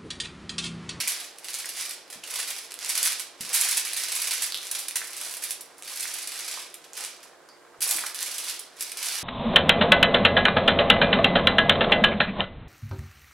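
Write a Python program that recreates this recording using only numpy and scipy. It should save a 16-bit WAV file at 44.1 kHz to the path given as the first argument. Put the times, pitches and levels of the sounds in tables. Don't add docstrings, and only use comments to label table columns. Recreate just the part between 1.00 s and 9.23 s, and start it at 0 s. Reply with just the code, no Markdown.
import sys
import numpy as np
from scipy import signal
from scipy.fft import rfft, irfft
from scipy.io import wavfile
from scipy.ndimage import uniform_filter1d

SR = 44100
rng = np.random.default_rng(int(sys.argv[2]) if len(sys.argv) > 2 else 0)


def wav_record(signal):
    frames = np.transpose(np.atleast_2d(signal))
    bounded = np.clip(frames, -1, 1)
    quanta = np.round(bounded * 32767).astype(np.int16)
    wavfile.write(sys.argv[1], SR, quanta)


N = 362943
TIME = np.arange(N) / SR
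SIDES = np.array([[1], [-1]])
# f/Hz, level/dB
FOIL_RING = [(60, -32), (130, -26), (280, -61), (500, -22), (1000, -13.5), (1500, -7.5), (2200, -3),
             (3500, -3.5), (4600, -2), (5700, -1.5), (6600, -4), (10200, -1.2), (12000, -6.5),
             (15000, -18.5)]


def amp(db):
    return 10 ** (np.asarray(db) / 20)


def unit_rms(x):
    return x / np.sqrt(np.mean(x ** 2) + 1e-20)


def curve_at(points, hz):
    f, value = np.transpose(points)
    return np.interp(np.log(hz + 1), np.log(f + 1), value)


def add(mix, s, sound):
    part = mix[:, max(round(s * SR), 0):][:, :sound.shape[-1]]
    part += sound[..., :part.shape[1]]


def coloured(x, spectrum, size=2048):
    log_gain = np.log(amp(curve_at(spectrum, abs(np.fft.fftfreq(size, 1 / SR)))))
    taps = np.fft.ifft(np.exp(np.conj(signal.hilbert(log_gain)))).real[:size // 2]
    return signal.oaconvolve(x, taps[None] / np.linalg.norm(taps), axes=1)[:, :x.shape[1]]


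def brightened(x, treble_db, split_hz=7500):
    low = signal.sosfiltfilt(signal.butter(2, split_hz, fs=SR, output="sos"), x)
    high = x - low
    share = np.clip(amp(treble_db) ** 2, .02, .9)
    return (np.sqrt(1 - share) * low / low.std() + np.sqrt(share) * high / high.std()) * x.std()


def click(hz, cycles, size=400):
    turns = np.arange(size) / SR * hz
    return np.cos(2 * np.pi * (turns - cycles)) * (turns / cycles * np.exp(1 - turns / cycles)) ** 2


def crinkle(level_db=-2.5):
    db, treble_db, _ = rolling()
    activity = avalanches(per_s=80, spread_db=5, length_s=0.0085, steady=0.4)
    flips = shower(activity, per_s=5500, spread_db=3, crack_s=0.00014, flutter_s=0.00083, pan_db=1)
    grains = coloured(flips, FOIL_RING) + ticks()
    flare_db = 2.9 * np.log(activity)
    return brightened(grains, treble_db + flare_db) * amp(db + level_db)


def rolling(lift_s=6.3, land_s=6.805, turning_db=-60, seep_db=-57):
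    # start/s, hardest press/s, end/s, crinkle/dB, swell/dB, treble share/dB, squelch/dB
    strokes = [(0.0, 0.096, 0.24, -33, 9, -3, -48), (0.451, 0.582, 0.91, -36.5, 4.5, -4.5, -55.5),
               (0.756, 0.786, 0.9, -31.5, 7.5, -3.5, -50), (1.252, 1.399, 1.46, -27.5, 16, -3.5, -44.5),
               (1.446, 1.492, 1.624, -32, 11, -3, -49), (1.823, 2.069, 2.146, -24, 12, -3.5, -46.5),
               (2.418, 2.53, 2.6, -30.5, 14.5, -4, -46.5), (2.54, 2.554, 2.77, -24.5, 3.5, -2.5, -50),
               (2.854, 3.275, 3.456, -30, 4, -4, -51.5), (3.56, 3.79, 3.836, -38.5, 3, -3, -51.5),
               (3.98, 4.276, 4.44, -36, 7.5, -2.5, -48.5), (4.397, 4.437, 4.56, -30, 21.5, -1.5, -47.5),
               (4.878, 5.08, 5.28, -35.5, 1.5, -3.5, -52), (5.246, 5.582, 5.59, -35, 3, -5, -51),
               (5.963, 5.98, 6.09, -32, 11.5, -4, -47), (6.834, 6.914, 7.037, -27, 9, -1.5, -41.5),
               (7.181, 7.27, 7.42, -34.5, 0.5, -3.5, -51), (7.457, 7.517, 7.5, -27, 7, -2.5, -47),
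               (7.797, 7.815, 7.885, -33.5, 9, -3.5, -58), (7.99, 8.063, 8.18, -30.5, 2.5, -3.5, -45.5)]
    pressure = np.array([press(start, peak, end, swell) for start, peak, end, _, swell, _, _ in strokes])
    _, _, _, foil_db, _, treble_db, squelch_db = np.transpose(strokes)
    foil = foil_db[:, None] + pressure
    treble = treble_db[:, None] + 0.18 * np.maximum(pressure, -30)
    lead_treble = treble[foil.argmax(0), np.arange(N)]
    squelch = squelch_db[:, None] + 0.58 * pressure
    lifted = (TIME > lift_s) & (TIME < land_s)
    crinkle_db = np.where(lifted, -np.inf, np.maximum(foil.max(0), turning_db))
    meat_db = np.where(lifted, seep_db, np.maximum(squelch.max(0), seep_db))
    return crinkle_db, uniform_filter1d(lead_treble, size=800), meat_db


def press(start, hardest, end, swell_db, wake_db_per_s=328, settle_db_per_s=143):
    held = np.interp(TIME, [start, hardest, end], [-swell_db, 0, -swell_db])
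    attack = wake_db_per_s * np.maximum(start - TIME, 0)
    release = settle_db_per_s * np.maximum(TIME - end, 0)
    return held - attack - release


def avalanches(per_s, spread_db, length_s, steady):
    sizes = amp(spread_db * np.minimum(rng.exponential(1, N), 2.3))
    kicks = sizes ** 2 * (rng.random(N) < per_s / SR)
    power = signal.lfilter([1], [1, -np.exp(-2 / (length_s * SR))], kicks)
    return np.sqrt(power / power.mean() + steady)


def shower(activity, per_s, spread_db, crack_s, flutter_s, pan_db, spots=40, window=3000):
    out = np.zeros((2, N))
    for _ in range(spots):
        sizes = np.zeros(N)
        at = np.flatnonzero(rng.random(N) < per_s / spots / SR)
        sizes[at] = amp(spread_db * np.minimum(rng.exponential(1, N)[at], 4)) * activity[at]
        grain = flip(crack_s * rng.uniform(0.45, 1.6), flutter_s, flutter_db=-10.5, width=0.44)
        pan = amp(pan_db * rng.uniform(-0.93, 1) * SIDES)
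        out += signal.oaconvolve(sizes[None], grain, axes=1)[:, :N] * pan
    power = uniform_filter1d(uniform_filter1d((out ** 2).mean(0), window), window)
    return out / np.sqrt(abs(power) + 1e-9)


def flip(crack_s, flutter_s, flutter_db, width, size=700):
    t = np.arange(size) / SR
    crack, flutter, side = rng.standard_normal((3, size))
    sheet = amp(flutter_db) * np.exp(-t / flutter_s) * (flutter + width * side * SIDES)
    grain = crack * np.exp(-t / crack_s) + sheet
    return grain / np.sqrt(np.sum(grain ** 2) / 2)


def ticks(level_db=8, spread_db=1.5, low_hz=3500, high_hz=11000, count=200):
    out = np.zeros((2, N))
    for when, size, pitch, pan in rng.random((count, 4)):
        db = level_db + spread_db * min(-np.log(1 - size), 3) + 3 * (pan - .5) * SIDES
        hz = low_hz * (high_hz / low_hz) ** pitch
        add(out, when * N / SR, amp(db) * click(hz, cycles=0.73))
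    return out


def buckles(level_db=1, spread_db=3, flips_per_s=9000, attack_s=0.00018, size=4400):
    # t/s, level/dB, treble share/dB, decay/s
    patches = [(.002, -24, -4.5, 0.014), (0.075, -24.5, -1, 0.024), (.384, -38.5, -2.5, 0.0063),
               (0.484, -31, -7, 0.0056), (0.545, -27.5, -1.5, 0.0048), (0.909, -31.5, -2.5, 0.0078),
               (1.101, -38.5, -2.5, 0.011), (1.126, -36, -4.5, 0.019), (1.237, -33, -5, 0.0064),
               (1.706, -37.5, -7, 0.0083), (1.844, -38, -13, .006), (1.892, -26, -1, 0.021),
               (1.975, -27.5, -10, .015), (2.044, -26.5, 1, 0.012), (2.196, -28, -2, 0.013),
               (2.408, -30.5, -2.5, .016), (2.541, -20.5, -1, 0.031), (2.633, -25, -3, 0.0087),
               (2.671, -33, -4, 0.0059), (2.771, -20, -1.5, .009), (2.967, -30, -1.5, 0.045),
               (3.151, -24.5, -1, .012), (3.309, -22.5, -4, 0.0094), (3.419, -23.5, -1.5, 0.021),
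               (3.713, -24.5, -0.5, 0.0064), (3.749, -27.5, -4, 0.013), (3.786, -30, 0, 0.017),
               (3.883, -26, -1.5, 0.0064), (3.957, -21.5, -1.5, 0.014), (4.212, -28, -1.5, 0.0058),
               (4.507, -23, -0.5, 0.008), (4.608, -35, 0.5, .006), (4.78, -48, -1, 0.018),
               (5.006, -25, 0.5, 0.0056), (5.026, -26.5, -1.5, .014), (5.742, -34.5, -1, 0.0047),
               (5.841, -45, -7, 0.012), (6.229, -42, -4.5, 0.012), (6.806, -30.5, 1, .015),
               (6.818, -21.5, -1, 0.024), (6.909, -21, -0.5, 0.013), (7.062, -27.5, -2, 0.0092),
               (7.145, -29, -1.5, 0.01), (7.226, -25, -1.5, 0.0056), (7.593, -32.5, 0, 0.0073),
               (7.808, -27, -1, 0.01), (7.918, -27.5, -2.5, 0.0038)]
    out, t = np.zeros((2, N)), np.arange(size) / SR
    for s, db, treble_db, decay_s in patches:
        sizes = amp(spread_db * np.minimum(rng.exponential(1, size), 4))
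        sizes *= rng.random(size) < flips_per_s / SR
        mid, side = sizes * rng.standard_normal((2, size))
        burst = unit_rms(brightened(coloured(mid + 0.24 * side * SIDES, FOIL_RING), treble_db))
        envelope = np.exp(-t / decay_s) * (1 - np.exp(-t / attack_s))
        add(out, s, amp(db + level_db) * burst * envelope)
    return out


def snaps(click_db=-3, sheet_db=4):
    # t/s, level/dB, f/Hz
    creases = [(0.5422, -13.5, 6500), (1.72, -17, 8250), (1.7414, -16, 9200), (1.79, -19, 6400),
               (1.8477, -14, 6760), (2.609, -17, 6800), (2.89, -18, 8100), (3.243, -17, 9400),
               (3.5226, -12.5, 4050), (3.5449, -10.5, 3600), (3.5741, -15.5, 3800), (3.381, -13, 8100),
               (3.6697, -20, 7300), (3.91, -13, 9000), (4.3397, -12.5, 10500), (4.824, -23.5, 8900),
               (4.834, -23, 8000), (5.9333, -21, 6214), (6.0492, -15.5, 7750), (6.489, -35, 6500),
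               (7.1901, -14, 5900), (7.229, -13, 8300)]
    out = np.zeros((2, N))
    for s, db, hz in creases:
        shiver = coloured(flip(crack_s=0.00016, flutter_s=0.0013, flutter_db=-9.5, width=0.14), FOIL_RING)
        add(out, s, amp(db + click_db) * click(hz, cycles=0.98))
        add(out, s, amp(db + sheet_db) * shiver)
    return out


def squeaks(wobble=0.053, attack_s=0.00073, size=3000):
    # t/s, level/dB, f/Hz, decay/s
    rubs = [(0.025, -36, 2740, .007), (0.033, -35, 2265, .01), (0.072, -30.5, 2295, 0.0088),
            (1.234, -37.5, 2810, 0.0093), (3.55, -33, 3130, .003), (3.573, -36, 3500, 0.0044),
            (6.488, -53, 4760, 0.028)]
    out, t = np.zeros((2, N)), np.arange(size) / SR
    for s, db, hz, decay_s in rubs:
        jitter = unit_rms(uniform_filter1d(rng.standard_normal(size), size=100))
        tone = np.sqrt(2) * np.sin(2 * np.pi * np.cumsum(hz * (1 + wobble * jitter)) / SR)
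        envelope = np.exp(-t / decay_s) * (1 - np.exp(-t / attack_s))
        add(out, s, amp(db) * tone * envelope)
    return out


def meat(level_db=-3, pop_db=2):
    # f/Hz, level/dB
    squelch_eq = [(60, -41), (200, -31), (400, -10), (750, 0.5), (1300, 0), (2000, -4), (4000, -25),
                  (12000, -64)]
    # t/s, level/dB, f/Hz
    pops = [(0.645, -27, 2000), (1.976, -25, 1980), (2.059, -20.5, 2240), (2.872, -24.5, 2470),
            (4.017, -23, 1890), (5.055, -24.5, 1930), (5.574, -32.5, 1050), (6.985, -22.5, 2000),
            (7.038, -22.5, 1420)]
    _, _, squelch_db = rolling()
    activity = avalanches(per_s=60, spread_db=3, length_s=0.0085, steady=0.13)
    crackle = shower(activity, per_s=2000, spread_db=1, crack_s=0.00036, flutter_s=0.00092,
                     pan_db=2.5, spots=16)
    out = coloured(crackle, squelch_eq) * amp(squelch_db + level_db)
    for s, db, hz in pops:
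        add(out, s, amp(db + pop_db) * click(hz, cycles=0.98))
    return out


def pin_bumps(level_db=1, decay_s=0.018, attack_s=0.0013, size=8000):
    # t/s, level/dB, f/Hz
    thuds = [(0.017, -49, 241), (1.158, -51, 237), (2.406, -42.5, 212), (6.787, -59, 166),
             (6.955, -43.5, 318)]
    out, t = np.zeros((2, N)), np.arange(size) / SR
    envelope = np.exp(-t / decay_s) * (1 - np.exp(-t / attack_s))
    for s, db, hz in thuds:
        phase = 2 * np.pi * hz * t
        modes = np.sin(phase) + 0.7 * np.sin(0.79 * phase) + .5 * np.sin(1.2 * phase)
        add(out, s, amp(db + level_db) * modes * envelope)
    return out


def kitchen(x, turns_per_s=17, paths=5):
    out = np.zeros((2, N))
    for path in range(paths):
        away = (TIME * turns_per_s * paths - path + 1) % paths - 1
        crossfade = np.cos(np.pi / 2 * np.minimum(away, 1))
        out += signal.fftconvolve(x * crossfade, echoes(), axes=1)[:, :N]
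    return out


def echoes(early_db=-9, tail_db=-3.5, early_s=.012, build_s=0.0029, count=8):
    # f/Hz, t60/s
    reverb_times = [(200, 0.28), (1000, 0.4), (3500, 0.53), (9000, 0.28), (15000, 0.21)]
    hz, t, noise = signal.stft(rng.standard_normal((2, SR * 3 // 4)), SR, nperseg=256)
    decay = amp(-60 * t / curve_at(reverb_times, hz)[:, None])
    tail = signal.istft(noise * decay * (1 - np.exp(-t / build_s)), SR, nperseg=256)[1]
    tail = tail + 0.34 * tail[::-1]
    response = amp(tail_db) * tail / np.linalg.norm(tail[0])
    for delay, left, right in rng.random((count, 3)):
        reflection = amp(early_db) / np.sqrt(count) * (.5 + np.array([[left], [right]]))
        add(response, .001 + early_s * delay, reflection * rng.choice([-1, 1]))
    return response


def fan(rush_db=-55.5, waver=0.579):
    # f/Hz, level/dB
    rush_eq = [(30, -39), (60, -19), (110, -18), (150, -11.5), (210, -13), (290, -3.5), (480, -1),
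               (800, -5), (1400, -8.5), (2200, -12), (5000, -17.5), (9500, -20.5), (16000, -34)]
    # f/Hz, left-right correlation
    image = [(60, -0.056), (130, -0.19), (290, 0.66), (640, 0.85), (1400, 0.69), (3100, -0.11), (7000, .45),
             (15000, .25)]
    # f/Hz, level/dB
    tones = [(160, -83), (354, -70), (471, -70.5), (587, -76), (689, -70.5), (1593, -71.5), (7354, -79.5),
             (8000, -88)]
    hz = np.fft.rfftfreq(N, 1 / SR)
    left, other = rfft(rng.standard_normal((2, N)))
    alike = curve_at(image, hz)
    right = alike * left + np.sqrt(1 - alike ** 2) * other
    air = irfft(np.array([left, right]) * amp(curve_at(rush_eq, hz)), N)
    out = amp(rush_db) * unit_rms(air)
    for tone_hz, db in tones:
        drift = waver * np.cumsum(rng.standard_normal(N)) / np.sqrt(SR)
        out += amp(db) * np.sqrt(2) * np.sin(2 * np.pi * (tone_hz * TIME + drift))
    return out


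def scene():
    near = crinkle() + buckles() + snaps() + squeaks() + meat() + pin_bumps()
    return near + kitchen(near) + fan()


def record(dry, cutoff_hz=16050):
    # f/Hz, side gain/dB
    width = [(60, 10), (130, -2.5), (300, 0.5), (600, 3), (1200, -1), (2200, -6.5), (4500, 0), (9000, 2),
             (13000, 4)]
    # f/Hz, left minus right/dB
    balance = [(100, -0.5), (400, -2.5), (1200, -2), (2400, -0.6), (4400, -3), (8000, -3), (15000, -0.5)]
    hz, spectrum = np.fft.rfftfreq(N, 1 / SR), rfft(dry)
    mid = spectrum.mean(0)
    side = (spectrum - mid) * amp(curve_at(width, hz))
    heard = irfft((mid + side) * amp(curve_at(balance, hz) * SIDES / 2), N)
    high_cut = signal.firwin(511, cutoff_hz, window=("kaiser", 9), fs=SR)
    return signal.oaconvolve(heard, high_cut[None], "same")


dry = scene()
out = record(dry)
wav_record(out)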